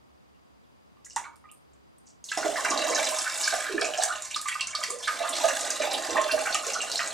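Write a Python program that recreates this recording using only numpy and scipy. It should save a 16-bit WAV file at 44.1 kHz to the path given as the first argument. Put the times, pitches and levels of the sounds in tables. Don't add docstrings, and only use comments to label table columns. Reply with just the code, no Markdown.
import sys
import numpy as np
from scipy import signal
from scipy.fft import rfft, irfft, next_fast_len
from scipy.io import wavfile
from scipy.ndimage import uniform_filter1d, map_coordinates

SR = 44100
rng = np.random.default_rng(int(sys.argv[2]) if len(sys.argv) > 2 else 0)


def inscribe(sig):
    pcm = np.round(np.clip(np.atleast_2d(sig).T, -1, 1) * 32767)
    wavfile.write(sys.argv[1], SR, pcm.astype(np.int16))


N = 314433

# time in seconds, then levels of burbling, gulping and spray in dB.
FLOW = [(2.248, -78, -88, -49.5), (2.35, -49, -69.5, -45.5), (2.385, -45.5, -39.5, -42),
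        (2.62, -42, -37, -40.5), (2.82, -39, -37, -43), (2.948, -38.5, -38, -39.5),
        (3.12, -44.5, -40.5, -41.5), (3.25, -39.5, -54, -37), (3.45, -42.5, -44, -39),
        (3.55, -37, -58, -38), (3.72, -46.5, -48, -46.5), (3.81, -57, -39.5, -51), (3.9, -45, -36.5, -45),
        (4.02, -44, -47, -40.5), (4.16, -46, -49, -46.5), (4.26, -57.5, -64.5, -50),
        (4.54, -54.5, -77, -47), (4.7, -55, -66, -68), (4.8, -50.5, -52.5, -47), (4.98, -54.5, -59.5, -50),
        (5.12, -52, -46.5, -44), (5.219, -41, -43, -48.5), (5.35, -40.5, -39, -39.5),
        (5.52, -42, -45, -38.5), (5.68, -38.5, -40.5, -39), (5.78, -44.5, -48.5, -44.5),
        (5.86, -39.5, -36.5, -40.5), (6.08, -45.5, -38.5, -44), (6.2, -41, -45.5, -45.5),
        (6.44, -46.5, -41, -44.5), (6.6, -43, -41.5, -42.5), (6.88, -43.5, -46, -44),
        (7.02, -49.5, -40, -42), (7.13, -42.5, -39.5, -45)]


def amp(db):
    return 10 ** (np.asarray(db) / 20)


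def unit(x):
    return x / np.sqrt(np.mean(x ** 2) + 1e-20)


def along(points, hz):
    point_hz, values = np.transpose(points)
    return np.interp(np.log(hz + 1), np.log(point_hz + 1), values)


def wobble(rate):
    return map_coordinates(rng.standard_normal(N // 20), [np.arange(N) * rate / SR], mode="wrap")


def filtered(x, response):
    size = next_fast_len(N + SR // 2)
    return irfft(rfft(x, size) * response(np.fft.rfftfreq(size, 1 / SR)), size)[..., :N]


def causal(gain):
    cepstrum = irfft(np.log(np.maximum(gain, 1e-6)))
    half = len(cepstrum) // 2
    cepstrum[1:half] *= 2
    cepstrum[half + 1:] = 0
    return np.exp(rfft(cepstrum))


def coloured(x, points):
    return filtered(x, lambda hz: causal(amp(along(points, hz))))


def widen(pair, alike):
    def shares(hz):
        turn = np.arccos(np.clip(along(alike, hz), -1, 1)) / 2
        return np.array([np.cos(turn), np.sin(turn)])
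    mid, side = filtered(pair, shares)
    return np.array([mid + side, mid - side])


def background():
    # frequency in Hz, gain in dB.
    hiss_tone = [(20, -36), (45, -29), (66, 4), (90, -6.5), (200, 0), (450, -7), (750, -9), (1100, -10.5),
                 (1500, -17), (3000, -23), (6000, -30), (15000, -39.5)]
    # frequency in Hz, likeness of left and right.
    hiss_alike = [(60, -0.35), (180, -0.93), (550, -0.77), (1650, -0.57), (4970, -0.04), (15000, -0.15)]
    # pitch in Hz, level in dB.
    hum_notes = [(123.8, -84), (721.4, -84), (1082, -81), (1443, -88)]
    whine_hz, throb_hz = 4797, 28
    t = np.arange(N) / SR
    hiss = unit(filtered(rng.standard_normal((2, N)), lambda hz: amp(along(hiss_tone, hz))))
    hum = sum(amp(db) * np.sin(2 * np.pi * (hz * t + rng.random((2, 1))) + .5 * wobble(36))
              for hz, db in hum_notes)
    throb = 1 + np.sin(2 * np.pi * throb_hz * t + wobble(21.5))
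    whine = amp(-82.5) * throb * np.sin(2 * np.pi * whine_hz * t + 2 * wobble(2 * throb_hz))
    return amp(-57.5) * widen(hiss, hiss_alike) + hum + whine


def echoes(x, decay, build_s, patterns):
    out, place = np.zeros((2, N + SR)), np.linspace(0, patterns - 1, N)
    for k in range(patterns):
        hz, t, noise = signal.stft(rng.standard_normal((2, SR // 2)), SR, nperseg=256)
        fade = amp(-60 * t / along(decay, hz)[:, None])
        tail = signal.istft(noise * fade, SR, nperseg=256)[1]
        tail *= 1 - np.exp(-(np.arange(tail.shape[1]) / SR / build_s) ** 2)
        near = np.flatnonzero(np.abs(place - k) < 1)
        part = x[near] * np.cos(np.pi / 2 * (place[near] - k))
        wet = signal.fftconvolve(part[None], tail / np.linalg.norm(tail[0]), axes=1)
        out[:, near[0]:near[0] + wet.shape[1]] += wet
    return out[:, :N]


def bathroom(x):
    # frequency in Hz, seconds to fade by 60 dB.
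    tile_decay = [(200, 0.56), (530, 0.41), (1400, 0.32), (3700, 0.24), (9700, 0.26), (15000, 0.3)]
    # frequency in Hz, gain in dB.
    echo_tone = [(150, 1.5), (500, -4.5), (1200, 0), (3000, 0), (6000, -1)]
    # frequency in Hz, likeness of left and right.
    echo_alike = [(100, -0.74), (210, 0.76), (330, 0.27), (500, 0.97), (800, 0.92), (1800, 0.81),
                  (6400, 0.79), (9000, -0.85), (15000, 0.98)]
    # frequency in Hz, left minus right in dB.
    balance = [(100, -35), (380, -5.5), (700, -6.5), (1300, -3), (2400, -2), (8000, -1.5), (15000, -1.5)]
    # frequency in Hz, lead of the left in radians.
    left_lead = [(100, .9), (600, .7), (1200, .4), (2600, .2), (7900, 0), (8350, -.7), (9000, -2.4),
                 (9650, -1.7), (10300, 0)]

    def lean(hz):
        return amp(along(balance, hz) / 2) * np.exp(1j * along(left_lead, hz) / 2)
    porcelain = echoes(x, [(500, 0.046), (8000, 0.02)], build_s=0.0006, patterns=24)
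    tiles = echoes(x, tile_decay, build_s=0.0066, patterns=14)
    scattered = filtered(amp(-2) * porcelain + tiles, lambda hz: amp(along(echo_tone, hz)))
    left, right = x + widen(scattered, echo_alike)
    return np.array([filtered(left, lean), filtered(right, lambda hz: 1 / lean(hz))])


def bowl(hz):
    # pitch in Hz, width in Hz, strength in dB.
    waves = [(410, 4, 9), (482.6, 6.2, 9.5), (549, 12, 6.5), (636.8, 35, 15), (698, 15, 11.5), (761, 17, 8),
             (832, 66, 10.5), (1023, 21, 7), (1063, 12.4, 15), (1191, 16.4, 12.5), (1235, 11, 12),
             (1500, 32, 1.5), (1550, 14, 0), (1724, 36, 3.5), (1978, 51, 3), (2300, 66, 8), (2737, 81, 8.5)]
    boosts = (amp(db) ** 2 / (1 + (2 * (hz - pitch) / width) ** 2) for pitch, width, db in waves)
    return np.sqrt(1 + sum(boosts))


def ring(start, size, hz, cycles, rise, swell):
    life = np.maximum(cycles / hz, 4 / SR) * np.ones(len(start))
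    length = (life * SR).astype(int)
    note = np.repeat(np.arange(len(start)), length)
    sample = np.arange(len(note)) - np.repeat(np.cumsum(length) - length, length)
    turns, age = hz[note] * sample / SR, sample / SR / life[note]
    wave = np.sin(2 * np.pi * turns * (1 + rise * age / 2))
    shape = amp(-60 * age) * (1 - np.exp(-turns / swell))
    return np.bincount((start * SR).astype(int)[note] + sample, size[note] * wave * shape, N)[:N]


def flow(times):
    when, *columns = np.transpose(FLOW)
    return [np.interp(times, when, levels, left=-120) for levels in columns]


def pops():
    # start in seconds, level in dB.
    bursts = [(1.047, -38), (1.1617, -19), (1.359, -47), (3.0923, -15), (3.1551, -26), (3.45, -23),
              (4.037, -6.5), (4.2215, -22), (4.4153, -16), (4.8383, -21), (4.905, -26), (5.7042, -19),
              (5.9318, -23), (6.2792, -24), (6.5475, -18), (6.666, -18)]
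    # frequency in Hz, gain in dB.
    click_tone = [(200, -31), (2000, -7), (5000, 4.5), (8000, -4.5), (12000, -5), (15000, -18)]
    fade_s = 0.003
    x, t = np.zeros(N + SR), np.arange(SR // 100) / SR
    for start, db in bursts:
        click = amp(-60 * t / fade_s) * rng.standard_normal(len(t))
        x[round(start * SR):][:len(t)] += amp(db) * click / np.abs(click).max()
    return coloured(x[:N], click_tone)


def snap(start, db, hz):
    x = ring(start, amp(db + 1), hz, cycles=22, rise=0, swell=2.2)
    for late, step in rng.random((9, 2, len(start))):
        ping_hz = hz * 2 ** (0.85 * (step - .5))
        x += ring(start + .01 * late, amp(db - 8.5), ping_hz, cycles=22, rise=0.15, swell=1.5)
    return x


def spits(count):
    low_hz, high_hz = 7500, 13000
    late, pitch, size = rng.random((count, 3)).T
    stream_start = FLOW[0][0]
    start = stream_start + (N / SR - stream_start) * (np.arange(count) + late) / count
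    db = flow(start)[2] + 13 + 6 * (2 * size - 1)
    return np.column_stack([start, db, low_hz * (high_hz / low_hz) ** pitch])


def droplets():
    # start in seconds, level in dB, pitch in Hz.
    small_drops = [(0.3394, -61, 3000), (0.6394, -59, 3000), (0.971, -60, 2920), (1.049, -33, 6800),
                   (1.099, -32, 6100), (1.358, -44, 9150), (1.515, -33.5, 9000), (1.734, -52, 7300),
                   (1.983, -44, 9100), (2.07, -42, 6100), (2.288, -26, 3720), (2.7025, -13, 6800),
                   (2.901, -16, 6570), (2.8436, -21, 6300), (2.881, -18, 6900), (2.9485, -11, 6400),
                   (3.0436, -14.5, 6060), (3.11, -17, 9900), (3.2187, -15.5, 7750), (3.3759, -18, 7840),
                   (3.4154, -15.5, 8200), (3.4345, -15.5, 5460), (3.48, -21.5, 9700), (3.564, -20, 7500),
                   (3.8454, -17.5, 6900), (3.976, -17.5, 6500), (4.0142, -19, 4560), (4.7059, -24.5, 6900),
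                   (4.8046, -27, 6900), (4.9872, -28, 6800), (4.7565, -24, 4570), (5.291, -14, 8700),
                   (5.371, -23, 4500), (5.493, -18.5, 6450), (5.6088, -16.5, 7100), (5.8218, -22, 6060),
                   (5.932, -16, 9500), (6.1064, -19, 5770), (6.215, -18.5, 7140), (6.3141, -15.5, 4270),
                   (6.318, -17, 10300), (6.415, -22.5, 8300), (6.526, -18, 4520), (6.7347, -15, 6100),
                   (6.8161, -16, 7800), (6.979, -17, 5300), (7.075, -18.5, 6900)]
    return snap(*np.vstack([small_drops, spits(count=28)]).T)


def slaps():
    # start in seconds, crack level in dB, crack pitch in Hz, crater level in dB.
    big_drops = [(1.1613, -25.5, 6950, -26.5), (2.241, -36.5, 6240, -78), (2.3158, -29, 5800, -22),
                 (2.3743, -27.5, 5670, -23), (2.649, -29, 6140, -24), (3.187, -24, 5800, -44),
                 (3.812, -23, 5000, -15.5), (4.0352, -18.5, 7300, -47), (4.222, -28.5, 7000, -52),
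                 (4.311, -30.5, 6550, -50), (4.3615, -23.5, 5230, -43), (4.414, -28.5, 9400, -59),
                 (4.484, -25.5, 8500, -19), (4.608, -24, 4500, -31), (4.671, -28, 6360, -30),
                 (4.751, -28, 4500, -31), (4.837, -24.5, 4600, -51), (4.904, -25, 7460, -55),
                 (5.078, -27.5, 4440, -23), (5.437, -33, 3950, -19.5), (5.704, -18.5, 6250, -25),
                 (6.171, -33, 6940, -18), (6.462, -29.5, 8400, -40), (6.5451, -18.5, 7160, -17.5),
                 (6.6672, -23, 6500, -35), (6.916, -23, 4740, -45), (6.957, -23.5, 4300, -47)]
    # frequency in Hz, gain in dB.
    crack_tone = [(60, -15), (300, -6), (1500, -22), (4000, -7.5), (8200, 4), (10000, -3.5), (15000, -28.5)]
    closing_s, low_hz, high_hz = 0.012, 1176, 3970
    start, crack_db, crack_hz, crater_db = np.transpose(big_drops)
    hiss, t = np.zeros(N + SR), np.arange(SR // 20) / SR
    shape = (1 - np.exp(-t / 0.00091)) * amp(-60 * t / 0.011)
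    for when, db in zip(start, crack_db):
        hiss[round(when * SR):][:len(t)] += amp(db + 4.5) * shape * rng.standard_normal(len(t))
    x = coloured(hiss[:N], crack_tone) + snap(start, crack_db + 6, crack_hz)
    for hz in np.geomspace(low_hz, high_hz, num=8):
        late, detune = rng.random((2, len(start)))
        pitch = hz * (1 + 0.37 * (detune - .5))
        x += ring(start + closing_s * late, amp(crater_db - 9), pitch, cycles=37, rise=0.029, swell=2.6)
    return x


def thuds():
    # start in seconds, level in dB, pitch in Hz.
    cave_ins = [(2.372, -28.5, 290), (2.446, -27, 303), (5.936, -29, 293), (6.086, -27, 316),
                (6.122, -21, 314), (6.325, -28, 297), (6.664, -41, 308)]
    start, db, hz = np.transpose(cave_ins)
    return ring(start, amp(db), hz, cycles=12.6, rise=0.13, swell=1)


def glugs():
    # start and length in seconds, first pitch in Hz, rise in octaves, level in dB.
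    pockets = [(1.488, 0.017, 1970, 0.97, -48.5), (2.444, 0.034, 440, 0.23, -29.5),
               (2.895, 0.053, 456, 0.13, -27), (3.699, 0.14, 380, 0.35, -27),
               (3.983, 0.044, 660, 0.47, -29.5), (4.054, 0.031, 690, 0.098, -30.5),
               (4.087, 0.033, 1124, 0.34, -21), (4.884, 0.097, 451, 0.35, -32.5),
               (6.09, 0.093, 451.6, 0.46, -25.5), (6.667, 0.04, 465, 0.24, -27.5)]
    edge_s, fade_db = 0.0032, 4.5
    x, t = np.zeros(N), np.arange(N) / SR
    shake, waver = amp(4.3 * wobble(120)), np.exp(.065 * wobble(170))
    for start, length, hz, octaves, db in pockets:
        age = np.clip((t - start) / length, 0, 1)
        gate = np.clip(np.minimum(t - start, start + length - t) / edge_s, 0, 1)
        pitch = hz * 2 ** (octaves * age) * waver
        x += gate * amp(db - 10 - fade_db * age) * np.sin(2 * np.pi * np.cumsum(pitch) / SR)
    return x * shake


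def clusters():
    # start and length in seconds, level in dB, middle pitch in Hz.
    groups = [(1.05, 0.024, -38, 8180), (1.059, 0.012, -50, 1820), (1.096, 0.064, -40, 6440),
              (1.173, 0.042, -45, 2010), (1.24, 0.031, -36.5, 1330), (2.051, 0.074, -45, 6600),
              (2.439, 0.041, -20.5, 647), (2.648, 0.016, -24, 2030), (2.858, 0.057, -29, 1080),
              (2.972, .035, -24.5, 632), (3.059, 0.026, -23, 3400), (3.251, 0.038, -21.5, 1560),
              (3.425, 0.042, -18.5, 5160), (3.519, 0.036, -24, 649), (3.623, 0.09, -25, 1580),
              (3.691, .015, -31, 370), (3.733, .02, -22.5, 370), (3.814, 0.037, -27, 640),
              (3.975, 0.028, -25.5, 675), (4.304, 0.021, -30.5, 2600), (4.341, 0.011, -24, 3560),
              (4.455, 0.011, -33.5, 2160), (4.517, 0.016, -31, 2360), (4.592, 0.01, -32, 2630),
              (4.727, 0.012, -34, 1890), (4.748, .012, -23, 4540), (4.827, .014, -28.5, 2840),
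              (5.022, 0.046, -24.5, 3600), (5.068, .035, -18.5, 1483), (5.198, 0.025, -30, 606),
              (5.227, .045, -24.5, 1226), (5.32, 0.028, -25.5, 3700), (5.43, 0.04, -20, 650),
              (5.491, 0.029, -19, 1625), (5.807, 0.035, -25, 2330), (5.828, 0.024, -32.5, 628),
              (5.933, .025, -19, 3490), (6.146, .025, -19.5, 1040), (6.167, 0.029, -23.5, 615),
              (6.329, .025, -22, 605), (6.75, 0.023, -25.5, 1340), (6.454, .012, -22, 1780),
              (6.963, 0.017, -26, 4230), (7.01, 0.014, -26.5, 1470)]
    start, length, db, hz = np.transpose(groups)
    octaves = 0.43 * np.sqrt(hz / 2200)
    x, places = np.zeros(N), np.linspace(.1, .9, num=14)
    for place in places:
        late, step = rng.random((2, len(start))) - .5
        when = start + length * (place + late / len(places))
        size = amp(db) * np.sin(np.pi * place)
        x += ring(when, size, hz * 2 ** (octaves * step), cycles=17, rise=0.076, swell=1)
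    return x


def bubbles():
    # start in seconds, level in dB, pitch in Hz.
    plinks = [(0.9693, -55, 1180), (1.108, -46.5, 2850), (1.163, -19, 935), (1.1655, -29.5, 1790),
              (1.24, -34, 2220), (1.441, -39, 1220), (2.3164, -19, 1630), (2.374, -19.5, 718),
              (2.429, -16, 1420), (2.558, -16, 1750), (2.5798, -18, 1057), (2.6488, -10.5, 1564),
              (2.7167, -13, 1106), (2.776, -12, 4230), (2.979, -14, 1560), (3.121, -22, 1030),
              (3.525, -20.5, 1550), (3.7797, -15.5, 1720), (3.8454, -16.5, 2550), (3.937, -16, 3000),
              (4.361, -22, 1245), (4.4568, -25.5, 1170), (4.4834, -19, 1896), (4.5175, -20.5, 1916),
              (4.61, -16.5, 2770), (4.5535, -24.5, 1236), (4.747, -26.5, 1226), (4.8128, -26, 1285),
              (4.837, -20, 1970), (5.0747, -14, 1552), (5.2291, -27, 660), (5.367, -17.5, 4120),
              (5.8003, -21.5, 630), (5.8192, -16, 1750), (6.168, -14.5, 1800), (6.2554, -23.5, 593),
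              (6.294, -17, 1570), (6.311, -18, 2690), (6.378, -17, 1630), (6.4698, -12, 1490),
              (6.4605, -22, 1900), (6.5452, -14.5, 2950), (6.8052, -17, 2770), (6.993, -10, 1897)]
    start, db, hz = np.transpose(plinks)
    calm = np.clip((-42 - flow(start)[1]) / 12, 0, 1)
    x = ring(start, amp(db - 5.5 - 0.18 * calm), hz * .99, cycles=32 + 26 * calm, rise=0.1, swell=0.63)
    fragment_size = amp(db - 11 - 0.69 * calm)
    for late, step in rng.random((7, 2, len(start))):
        octaves = (1 - 0.56 * calm) * (1.757 * step - .95) + 0.58 * calm
        x += ring(start + .016 * late, fragment_size, hz * 2 ** octaves, cycles=14, rise=0.12, swell=1.1)
    return x


def swarm(low_hz, high_hz, cycles, rise, spread_db, even_s, count):
    # frequency in Hz, gain in dB.
    water_tone = [(71, -40.5), (120, -23), (180, -18.5), (290, -9), (400, -18.5), (520, -12.5), (630, -6.5),
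                  (800, -10), (1200, -16), (1650, -9.5), (2400, -16), (3240, -13.5), (4000, -8.5),
                  (7920, -4.5), (15500, -33.5)]
    when, pitch, chance, life = rng.random((count, 4)).T
    hz = low_hz + (high_hz - low_hz) * pitch
    rarity = -np.log(chance + .01)
    size = amp(spread_db * rarity) * np.sqrt(hz)
    x = ring(2 + when * (N / SR - 2), size, hz, cycles * (.5 + life), rise, swell=0.78)
    x = unit(filtered(coloured(x, water_tone), lambda hz: causal(bowl(hz))))
    width = int(even_s * SR)
    power = uniform_filter1d(uniform_filter1d(x * x, width), width)
    return x / np.sqrt(np.abs(power) + 1e-3)


def stream():
    burble_db, gulp_db, spray_db = flow(np.arange(N) / SR)
    gulps = swarm(277, 781, cycles=15, rise=0.32, spread_db=5, even_s=0.043, count=1900)
    burble = swarm(919, 4098, cycles=34, rise=0.24, spread_db=3.9, even_s=0.03, count=7000)
    spray = swarm(4000, 15000, cycles=20, rise=0.1, spread_db=3.7, even_s=0.03, count=20000)
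    beads_db = 3.96 * wobble(130)
    sway_db, sway_rate = 1.02, 12
    gulps *= amp(gulp_db + 2 * wobble(24))
    burble *= amp(burble_db + beads_db + sway_db * wobble(sway_rate))
    spray *= amp(spray_db + beads_db + sway_db * wobble(sway_rate))
    return gulps + burble + spray


def scene():
    # frequency in Hz, gain in dB.
    leaving_tone = [(60, -11), (150, -10.5), (300, -1), (600, -1.5), (1500, -1.5), (3000, 2), (8500, 6.5),
                    (11000, 1), (15000, -4)]
    bowl_share = 0.68
    singles = coloured(bubbles() + clusters() + glugs() + thuds() + droplets() + slaps(), leaving_tone)
    singles = filtered(singles, lambda hz: causal(bowl(hz) ** bowl_share))
    return bathroom(stream() + singles + pops()) + background()


def record(dry):
    return filtered(dry, lambda hz: hz < 15800)


dry = scene()
out = record(dry)
inscribe(out)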